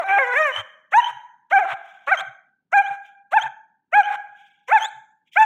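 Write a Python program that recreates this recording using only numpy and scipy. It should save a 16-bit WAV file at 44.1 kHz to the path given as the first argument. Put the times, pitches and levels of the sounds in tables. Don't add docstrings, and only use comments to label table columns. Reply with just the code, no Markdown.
import sys
import numpy as np
from scipy import signal
from scipy.fft import rfft, irfft, next_fast_len
from scipy.io import wavfile
from scipy.ndimage import uniform_filter1d, minimum_filter1d

SR = 44100
rng = np.random.default_rng(int(sys.argv[2]) if len(sys.argv) > 2 else 0)


def inscribe(sig):
    pcm = np.round(np.clip(np.atleast_2d(sig).T, -1, 1) * 32767)
    wavfile.write(sys.argv[1], SR, pcm.astype(np.int16))


N = 240413

# frequency in Hz, relative density in dB per Hz.
FLOOR_COLOUR = [(20, -32.5), (100, -15.5), (180, -4), (450, -15), (1000, -15.5), (3000, -24), (7000, -34),
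                (15000, -39.5)]
FLOOR_DB = -77
# peak in seconds, rise in seconds, fall in seconds, level in dB, pitch in Hz.
THUMPS = [(.6, 0.048, 0.047, -44, 102), (1.165, 0.099, 0.037, -56, 130), (1.737, 0.04, 0.018, -49.5, 134),
          (2.231, 0.079, 0.035, -60.5, 155.3), (2.289, 0.044, 0.054, -53, 128.6),
          (2.912, 0.039, 0.042, -52, 142.1), (3.466, .07, 0.06, -49.5, 135), (4.162, 0.071, .03, -67, 156),
          (4.314, 0.078, 0.06, -75.5, 119), (4.97, 0.05, 0.07, -60, 133)]
THUMP_ENDS_DB, PANT_ENDS_DB = -27.5, -24.5
# start in seconds, peak in seconds, end in seconds, level in dB.
PANTS = [(1.812, 1.855, 2.53, -58), (2.993, 3.059, 3.24, -57), (4.23, 4.398, 5.04, -59),
         (5.242, 5.28, 5.32, -59), (5.307, 5.335, 5.44, -45)]
# frequency in Hz, relative density in dB per Hz.
PANT_COLOUR = [(1200, -33), (2300, 10), (2750, 3.5), (3300, 9.5), (4200, -13.5), (6500, -9.5), (10000, -21.0)]
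# frequency in Hz, time to fall by 60 dB in seconds.
YARD_DECAY = [(300, 0.78), (800, 0.76), (1600, 0.88), (3000, 0.64), (4500, 1), (12000, 1)]
# delay in seconds, level in dB.
WALL_ECHOES = [(.045, -29), (.088, -25.5), (.14, -26.5), (.26, -35)]
# frequency in Hz, gain in dB.
MIC_TONE = [(100, -10), (250, -14), (400, -1), (3400, 0), (4000, -5), (4800, -14.5), (5400, -10.5),
            (6400, -10), (9000, -10), (15000, -9.5)]
# swell start in seconds, step in seconds,
# return in seconds.
STEP_TIMES = [(.52, .618, .908), (1.015, 1.113, 1.496), (1.65, 1.742, 2.06), (2.16, 2.215, 2.712),
              (2.825, 2.961, 3.305), (3.4, 3.482, 3.912), (4.025, 4.161, 4.67), (4.787, 4.86, 5.345)]
# swell in dB, step in dB, sink (negative falls) in dB per second.
STEP_LEVELS = [(3, -5.5, -5.5), (2.5, -3.5, -8.5), (5, -4, 10), (3, -2.5, -38.5), (4, -4.5, -4),
               (3, -8.5, -29), (7.5, -5, -0.5), (3, -6.5, -23)]
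# peak in seconds, air level in dB, hiss level in dB,
# start relative to the peak in dB, end relative to the peak in dB.
GASPS = [(.566, -30.5, -46, -15.5, -7), (1.095, -39, -50, -14, -5.5), (1.708, -30, -49.5, -16.5, -6.5),
         (2.2, -32, -44, -14, -7), (2.882, -46, -60.5, -9, -4.5), (3.427, -37.5, -50.5, -5.5, -16),
         (4.15, -39, -55.5, -8.5, -4.5), (4.835, -37.5, -45.5, -2.5, -1.5)]
GASP_OVERHANG_S = .006
# frequency in Hz, relative density in dB per Hz.
AIR_COLOUR = [(250, -58), (500, -15), (800, -6.5), (1100, -4.5), (1600, -1.5), (2300, -9), (3000, -15.5),
              (3700, -18), (5000, -31.5), (8000, -52)]
# frequency in Hz, relative density in dB per Hz.
HISS_COLOUR = [(3000, -25), (5500, 1.5), (8000, 0.5), (11000, -10.5), (15500, -12)]
# start in seconds, length in seconds, start pitch in Hz, end pitch in Hz,
# lateness of the glide as an exponent, level in dB, overtones relative to the fundamental in dB.
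WHISTLES = [(0.517, 0.098, 2982, 3170, 1.5, -29.5, -16), (1.014, .075, 3046, 3830, 7.2, -32, -12.5),
            (2.171, 0.046, 3153, 4700, 5, -28, -5), (2.83, 0.06, 2935, 3940, 2.57, -45, -3.5),
            (3.4, .042, 3030, 4170, 2.9, -34, -2.5), (4.031, 0.038, 2950, 3300, 1.8, -37.5, -9.5),
            (4.771, 0.029, 4010, 3036, 0.89, -39, -4.5), (4.795, .1, 3040, 4520, 2.1, -34, 0.5)]
WHISTLE_PEAK = .6
WHISTLE_START_DB, WHISTLE_END_DB = -9, -17
# time in seconds, pitch in Hz, level in dB, brightness in dB per harmonic
# (up to the third), hoarseness in dB.
VOICE = [
    [(0.0, 713.7, -16, -6, -24), (0.02, 635.9, -29, -4.5, -5.5), (0.04, 511.8, -39.5, -3.5, -1.5)],
    [(0.04, 769.2, -26.5, -1.5, -23.5), (0.076, 788, -28, -2, -12), (0.092, 758.1, -19.5, 2.5, -8),
     (0.111, 773, -16, 1, -14.5), (0.135, 805.3, -14, 5, -19.5), (0.159, 793.8, -15.5, 0.5, -21),
     (0.183, 810.9, -11.5, 0.5, -13.5)],
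    [(0.187, 544.8, -18, 2, -8.5), (0.205, 547.8, -18, 1.5, -23), (0.229, 522.6, -15.5, 4.5, -26.5),
     (0.255, 477.2, -25, 6.5, -15.5), (0.283, 500.3, -22, 5.5, -26.5), (0.313, 486.2, -24.5, 4.5, -24),
     (0.329, 501.6, -20.5, 7.5, -24), (0.342, 479, -21, 3.5, -8.5), (0.352, 504, -23, 2.5, -18),
     (0.365, 560.6, -14.5, 5.5, -22), (0.391, 626.4, -18, 0, -27), (0.41, 626.5, -15, 1, -30.5),
     (0.439, 617.4, -19, 0.5, -28.5), (0.465, 584.7, -21, -1.5, -23.5), (0.5, 522.2, -20.5, 3, -18.5),
     (0.52, 495.1, -37, -0.5, -16)],
    [(0.915, 536.5, -66, 3, -7.5), (0.923, 571.8, -31.5, 0, -2), (0.933, 641, -21, 8, -20.5),
     (0.944, 814.7, -11.5, 2.5, -34), (0.965, 877, -10.5, -2, -33), (0.988, 980, -7, -2, -29),
     (1.002, 955.3, -12.5, -1, -30.5), (1.015, 836, -36.5, 0.5, -11)],
    [(1.503, 583.2, -64, 9, 3), (1.516, 605.8, -23.5, -5, -6), (1.53, 761.8, -12.5, 5, -35.5),
     (1.543, 814.6, -14.5, -6, -28.5), (1.57, 765.3, -10, -3.5, -29.5), (1.582, 770, -10, -2, -27.5),
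     (1.59, 849, -20, -3.5, -5.5), (1.604, 834.6, -18.5, -3, -14), (1.62, 749.6, -17.5, -4, -31),
     (1.638, 668.6, -22, -4, -19), (1.655, 686, -30.5, -5.5, -3)],
    [(2.068, 504.7, -61.5, -3, -8.5), (2.075, 557.3, -30, 1, -2), (2.085, 557.6, -22.5, 0, -2),
     (2.096, 613.3, -19.5, 6, -14.5), (2.11, 668.3, -27, 0, -31), (2.121, 800, -12, -0.5, -19.5),
     (2.134, 755.3, -15, 3, -40.5), (2.149, 646, -21, 0.5, -13), (2.162, 545, -48, -2, -5)],
    [(2.72, 640.6, -58.5, 6.5, 3), (2.729, 645.5, -20.5, 0, -9), (2.742, 801.5, -14, 0.5, -46.5),
     (2.757, 832.6, -13.5, -1.5, -29), (2.773, 789, -10.5, 0.5, -34.5), (2.79, 793.6, -10.5, 1, -30),
     (2.81, 811.8, -13, -10.5, -43.5), (2.827, 745.6, -29.5, -1, -18.5)],
    [(3.313, 544.7, -61, 2.5, -7), (3.321, 540, -36.5, -0.5, -6), (3.332, 658.6, -19.5, 4, -12),
     (3.343, 808.3, -13.5, -1, -35), (3.357, 883.3, -16.5, -4, -34.5), (3.371, 890.2, -4.5, -1.5, -30),
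     (3.386, 771.5, -16.5, 2.5, -42), (3.4, 649, -43, 1.5, -2)],
    [(3.92, 570.2, -63.5, 2.5, 0.5), (3.929, 636.2, -22.5, -4.5, -19.5), (3.942, 746.7, -14.5, 6, -30),
     (3.956, 822.6, -13.5, 1.5, -46.5), (3.972, 834.5, -10.5, 0, -22), (3.99, 831.7, -7, -4.5, -32.5),
     (4.007, 797, -10, 1, -48.5), (4.025, 702, -31, 4.5, -17)],
    [(4.678, 455.5, -62.5, -2.5, -5.5), (4.686, 518.6, -37, 3, -7.5), (4.695, 500.5, -24, -0.5, -14.5),
     (4.708, 611.5, -28.5, 0.5, -10.5), (4.718, 706, -16, 4.5, -28.5), (4.73, 863.4, -8.5, 1, -29),
     (4.744, 885.3, -11.5, -3, -22), (4.758, 870.7, -6, -1, -28), (4.773, 809.6, -13, 1.5, -31),
     (4.787, 694.4, -26.5, 11.5, -17)],
    [(5.354, 647, -63, 4.5, 3), (5.362, 649.5, -21, 0, -14), (5.373, 768, -7.5, 5, -36),
     (5.387, 864, -13, -2, -26), (5.41, 872, -7, -1.5, -45.5), (5.432, 882.5, -9.5, 1.5, -35),
     (5.452, 839, -25, 1, -20)],
]
# time in seconds, level of the higher harmonics in dB,
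# level of the second harmonic in dB, opening as a factor on the throat resonances.
MOUTH = [
    [(0.0, -48.5, -32, 0.78), (0.01, -66, -33, 0.95), (0.06, -66, -34.5, 0.98), (0.104, -60, -24.5, 1.01),
     (0.142, -53, -18.5, 0.94), (0.168, -60.5, -20.5, 1.01), (0.185, -58, -23.5, 0.92)],
    [(0.187, -59.5, -28, 0.95), (0.229, -58.5, -25, 1.12), (0.259, -61, -39, 1.18),
     (0.291, -63, -28.5, 1.3), (0.309, -61.5, -32.5, 2), (0.339, -55, -26, 1.01), (0.35, -57, -28.5, 0.88)],
    [(0.352, -57.5, -27.5, 1.01), (0.364, -50, -33.5, 1.07), (0.41, -51, -18.5, 0.93),
     (0.438, -52.5, -30.5, 0.99), (0.454, -55.5, -19.5, 1.02), (0.474, -51, -26, 1.01),
     (0.52, -65.5, -33.5, 0.94)],
    [(0.915, -67, -60.5, 0.9), (0.921, -61, -42, 0.92), (0.939, -55, -15.5, 1), (0.985, -45.5, -31, 1),
     (1.005, -49.5, -22.5, 1.22), (1.015, -56.5, -49, 0.72)],
    [(1.503, -70, -62.5, 0.8), (1.513, -59, -36, 1.07), (1.531, -56, -15, 0.9), (1.571, -56, -17.5, 1.085),
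     (1.639, -64.5, -42, 0.96), (1.655, -69.5, -26, 1.01)],
    [(2.068, -65, -61, 1.1), (2.074, -59.5, -26, 1.12), (2.096, -57.5, -24.5, 0.96),
     (2.106, -56, -26.5, 1.08), (2.114, -57.5, -17, 1.01), (2.13, -53.5, -11, 1.09),
     (2.162, -60.5, -40, 0.93)],
    [(2.72, -66, -48.5, 0.84), (2.734, -58.5, -17, 1.034), (2.782, -47, -17.5, 0.96),
     (2.802, -55, -18, 1.22), (2.827, -64, -40.5, 1.15)],
    [(3.313, -66, -56.5, 0.96), (3.321, -50, -35, 0.78), (3.339, -58, -18, 0.89), (3.359, -53, -32.5, 1.12),
     (3.373, -57, -16, 1.005), (3.383, -56, -13.5, 0.97), (3.4, -57, -34.5, 1.1)],
    [(3.92, -70.5, -63, 1.12), (3.924, -66, -44.5, 1.07), (3.936, -57.5, -18.5, 0.98),
     (3.95, -51.5, -17, 0.93), (3.962, -57.5, -15.5, 1.01), (3.982, -51, -20, 0.96),
     (4.006, -51.5, -15.5, 0.97), (4.025, -66.5, -34.5, 0.81)],
    [(4.678, -67.5, -64.5, 1.01), (4.684, -54.5, -35, 0.91), (4.698, -56, -33, 1.01),
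     (4.708, -56, -28.5, 0.97), (4.72, -56.5, -15, 0.88), (4.732, -55, -23.5, 1.04),
     (4.772, -56, -14.5, 0.98), (4.787, -50, -31.5, 0.96)],
    [(5.354, -70, -55, 1.05), (5.36, -59, -33.5, 0.9), (5.372, -57.5, -6.5, 1.055), (5.4, -47, -26.5, 0.97),
     (5.414, -48, -18, 1.02), (5.43, -45, -21, 1.06), (5.451, -54, -27, 0.85)],
]
# frequency in Hz, weight in dB.
THROAT = [(450, 0), (600, -11.5), (800, 0.5), (950, -3), (1150, -11), (1600, -6), (2000, -12), (2350, -9),
          (2650, -23.5), (3200, -42), (3800, -23.5)]
# frequency in Hz, gain in dB.
UPPER_TONE = [(2400, 15), (3300, 2.5), (4200, -3), (4800, -9), (5400, -1), (6500, 3.5), (9000, -9),
              (12000, -11), (16000, -16)]
# frequency in Hz, relative density in dB per Hz.
RASP_COLOUR = [(300, -56), (550, -25.5), (900, 0.5), (1500, 4.5), (2400, -1), (3200, -13.5), (4500, -24),
               (7000, -20.5), (10000, -29.5), (15500, -28.5)]
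RASP_DB = -6.5
JITTER = 0.091
# frequency in Hz, level in dB.
GATE = [(100, -99), (400, -88.5), (3000, -82), (6000, -93), (15000, -101.5)]
EDGE_HZ = 15800


def amp(db):
    return 10 ** (np.asarray(db) / 20)


def evened(x):
    return x / np.sqrt(np.mean(x ** 2) + 1e-20)


def read(points, hz):
    f, value = np.transpose(points)
    return np.interp(np.log(hz + 1), np.log(f + 1), value)


def coloured(x, points):
    size = next_fast_len(len(x) + 4096)
    gain = amp(read(points, np.fft.rfftfreq(size, 1 / SR)))
    return irfft(rfft(x, size) * gain, size)[:len(x)]


def wobble(size, width=150):
    noise = rng.standard_normal(size)
    return evened(uniform_filter1d(uniform_filter1d(noise, int(width)), int(width)))


def played(curves, sound, fade=.006):
    out = np.zeros(N)
    for rows in curves:
        s, *columns = np.transpose(rows)
        where = np.arange(round(s[0] * SR), min(round(s[-1] * SR), N))
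        t = where / SR
        ends = np.minimum(t - s[0], s[-1] - t) / fade
        ends += (s[0] <= 0) * (t < .02) + (s[-1] > 5.4) * (t > 5.4)
        out[where] += np.clip(ends, 0, 1) * sound(where, *(np.interp(t, s, c) for c in columns))
    return out


def peaked(start, peak, end, db, start_db, end_db, *steady):
    return [(start, db + start_db, *steady), (peak, db, *steady), (end, db + end_db, *steady)]


def noise_floor():
    return amp(FLOOR_DB) * evened(coloured(rng.standard_normal(N), FLOOR_COLOUR))


def thumps():
    flutter = 1 + .3 * wobble(N, 400)

    def hum(where, db, hz):
        return amp(db) * np.sqrt(2) * flutter[where] * np.sin(2 * np.pi * np.cumsum(hz) / SR)
    curves = [peaked(s - rise, s, s + fall, db, THUMP_ENDS_DB, THUMP_ENDS_DB, hz)
              for s, rise, fall, db, hz in THUMPS]
    return played(curves, hum, fade=0.011)


def breath(curves, colour, fade=.02):
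    air = evened(coloured(rng.standard_normal(N), colour)) * amp(1.3 * wobble(N, 300))
    return played(curves, lambda where, db: amp(db) * air[where], fade=fade)


def pants():
    return breath([peaked(*row, PANT_ENDS_DB, PANT_ENDS_DB) for row in PANTS], PANT_COLOUR)


def yard(x, tail_db=-13):
    taps = np.zeros(SR)
    at = np.arange(500, SR - 20, 20)
    taps[at + rng.integers(0, 20, len(at))] = rng.choice([-1., 1.], len(at))
    hz, t, z = signal.stft(taps, SR, nperseg=256)
    decay = amp(-60 * t / read(YARD_DECAY, hz)[:, None])
    build_up = np.clip(t / 0.054, 0, 1)
    tail = signal.istft(z * decay * build_up, SR, nperseg=256)[1]
    tail *= amp(tail_db) / np.linalg.norm(tail)
    smear = rng.standard_normal((len(WALL_ECHOES), 200)) * np.exp(-np.arange(200) / 50)
    for (s, db), echo in zip(WALL_ECHOES, smear):
        tail[round(s * SR):][:200] += amp(db) * echo / np.linalg.norm(echo)
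    return signal.fftconvolve(x, tail)[:N]


def steps():
    t, db = np.arange(N) / SR, np.zeros(N)
    for (start, s, back), (swell_db, step_db, sink_db) in zip(STEP_TIMES, STEP_LEVELS):
        db += ((t > start) & (t < back)) * swell_db * np.minimum((t - start) / (s - start), 1)
        db += ((t > s) & (t < back)) * (step_db + sink_db * (t - s))
    return uniform_filter1d(amp(db), size=150)


def gasp(colour, column):
    curves = [peaked(start, peak, cut + GASP_OVERHANG_S, (air_db, hiss_db)[column], *ends_db)
              for (start, cut, _), (peak, air_db, hiss_db, *ends_db) in zip(STEP_TIMES, GASPS)]
    return breath(curves, colour, fade=.012)


def whistles():
    drift, flutter = wobble(N, 100), wobble(N, 130)

    def tone(where, hz, db, over_db):
        turn = 2 * np.pi * np.cumsum(hz * (1 + 0.0041 * drift[where])) / SR
        overtones = np.sin(2 * turn) + 0.042 * np.sin(3 * turn)
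        overtones += .05 * np.sin(4 * turn) * (4 * hz < EDGE_HZ)
        level = np.sqrt(2) * amp(db + 4.5 * flutter[where])
        return level * (np.sin(turn) + amp(over_db) * overtones)
    u = np.linspace(0, 1, num=17)
    swell_db = np.interp(u, [0, WHISTLE_PEAK, 1], [WHISTLE_START_DB, 0, WHISTLE_END_DB])
    glides = [np.transpose([s + length * u, a_hz + (b_hz - a_hz) * u ** late, db + swell_db, over_db + 0 * u])
              for s, length, a_hz, b_hz, late, db, over_db in WHISTLES]
    return played(glides, tone, fade=0.0015)


def voice():
    s, *columns = np.concatenate(VOICE).T
    spans = played(VOICE, lambda where, *columns: np.ones(len(where)), fade=1e-6)
    sounding = np.clip(2 * uniform_filter1d(spans, size=400), 0, 1)
    where = np.flatnonzero(sounding > 1e-6)
    t = where / SR
    hz, level_db, bright_db, hoarse_db = (uniform_filter1d(np.interp(t, s, c), 160) for c in columns)
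    at, *mouth = np.concatenate(MOUTH).T
    upper_db, second_db, opening = (np.interp(t, at, c) for c in mouth)

    scatter = JITTER * amp(np.minimum(hoarse_db, 0)) * wobble(N, 30)[where]
    drift = 0.0015 * wobble(N, 400)[where]
    turns = np.cumsum(hz * (1 + drift + scatter)) / SR

    k = np.arange(1, 33)[:, None]
    low = k[:4]
    shape_db = read(THROAT, low * hz / opening) + bright_db * np.minimum(low - 1, 2)
    low_db = level_db + shape_db - 10 * np.log10((amp(shape_db) ** 2).sum(0))
    low_db = np.where(low == 2, second_db, low_db)
    whole_db = np.concatenate([low_db, upper_db + read(UPPER_TONE, k[4:] * hz)])
    below_db = np.concatenate([whole_db[:1] - 23.5, whole_db[:-1]])
    between_db = (whole_db + below_db) / 2 + np.minimum(hoarse_db, 0)

    shakes = np.array([wobble(len(where), 65) for _ in range(8)])
    shake = shakes[k[:, 0] % 8] * np.clip((k * hz - 3000) / 6000, 0, 1.1)
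    patches_db = np.array([wobble(len(where), 490) for _ in k])
    patches_db *= np.clip(1.8 * (k - 2), 0, 5.0)
    tone = np.zeros(N)
    for order, db in ((k, whole_db), (k - .5, between_db)):
        gains = amp(db + patches_db) * np.clip((EDGE_HZ - order * hz) / 500, 0, 1)
        phase = 2 * np.pi * order * turns - 0.36 * order ** 2 + shake
        tone[where] += (gains * np.cos(phase)).sum(0)

    rasp = evened(coloured(rng.standard_normal(N), RASP_COLOUR))[where]
    puffs = 1 + .5 * np.cos(2 * np.pi * turns)
    tone[where] += amp(level_db + hoarse_db + RASP_DB) * puffs * rasp
    return np.sqrt(2) * tone * sounding


def scene():
    barks = voice()
    gasps = whistles() + gasp(AIR_COLOUR, column=0) + gasp(HISS_COLOUR, column=1)
    echoes = yard(barks + amp(-2) * gasps)
    near = coloured(barks + gasps + echoes, MIC_TONE) * steps()
    return (near + pants() + thumps() + noise_floor())[None]


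def suppressed(x, depth_db=-15):
    hz, _, z = signal.stft(x, SR, nperseg=512, noverlap=384)
    power = uniform_filter1d(uniform_filter1d(abs(z) ** 2, size=5, axis=-1), size=2, axis=-2)
    threshold = amp(read(GATE, hz)[:, None]) ** 2
    keep = np.maximum(power / (power + threshold), amp(depth_db))
    return signal.istft(z * keep, nperseg=512, noverlap=384)[1][:, :N]


def record(dry):
    clean = suppressed(dry)
    peak = -minimum_filter1d(-abs(clean), 600, axis=1)
    gain = np.minimum(1, 0.65 / (peak + 1e-9))
    held = clean * uniform_filter1d(uniform_filter1d(gain, 300, axis=1), 300, axis=1)
    low_pass = signal.firwin(511, EDGE_HZ, window=("kaiser", 9), fs=SR)
    return signal.oaconvolve(held, low_pass[None], "same")


dry = scene()
out = record(dry)
inscribe(out)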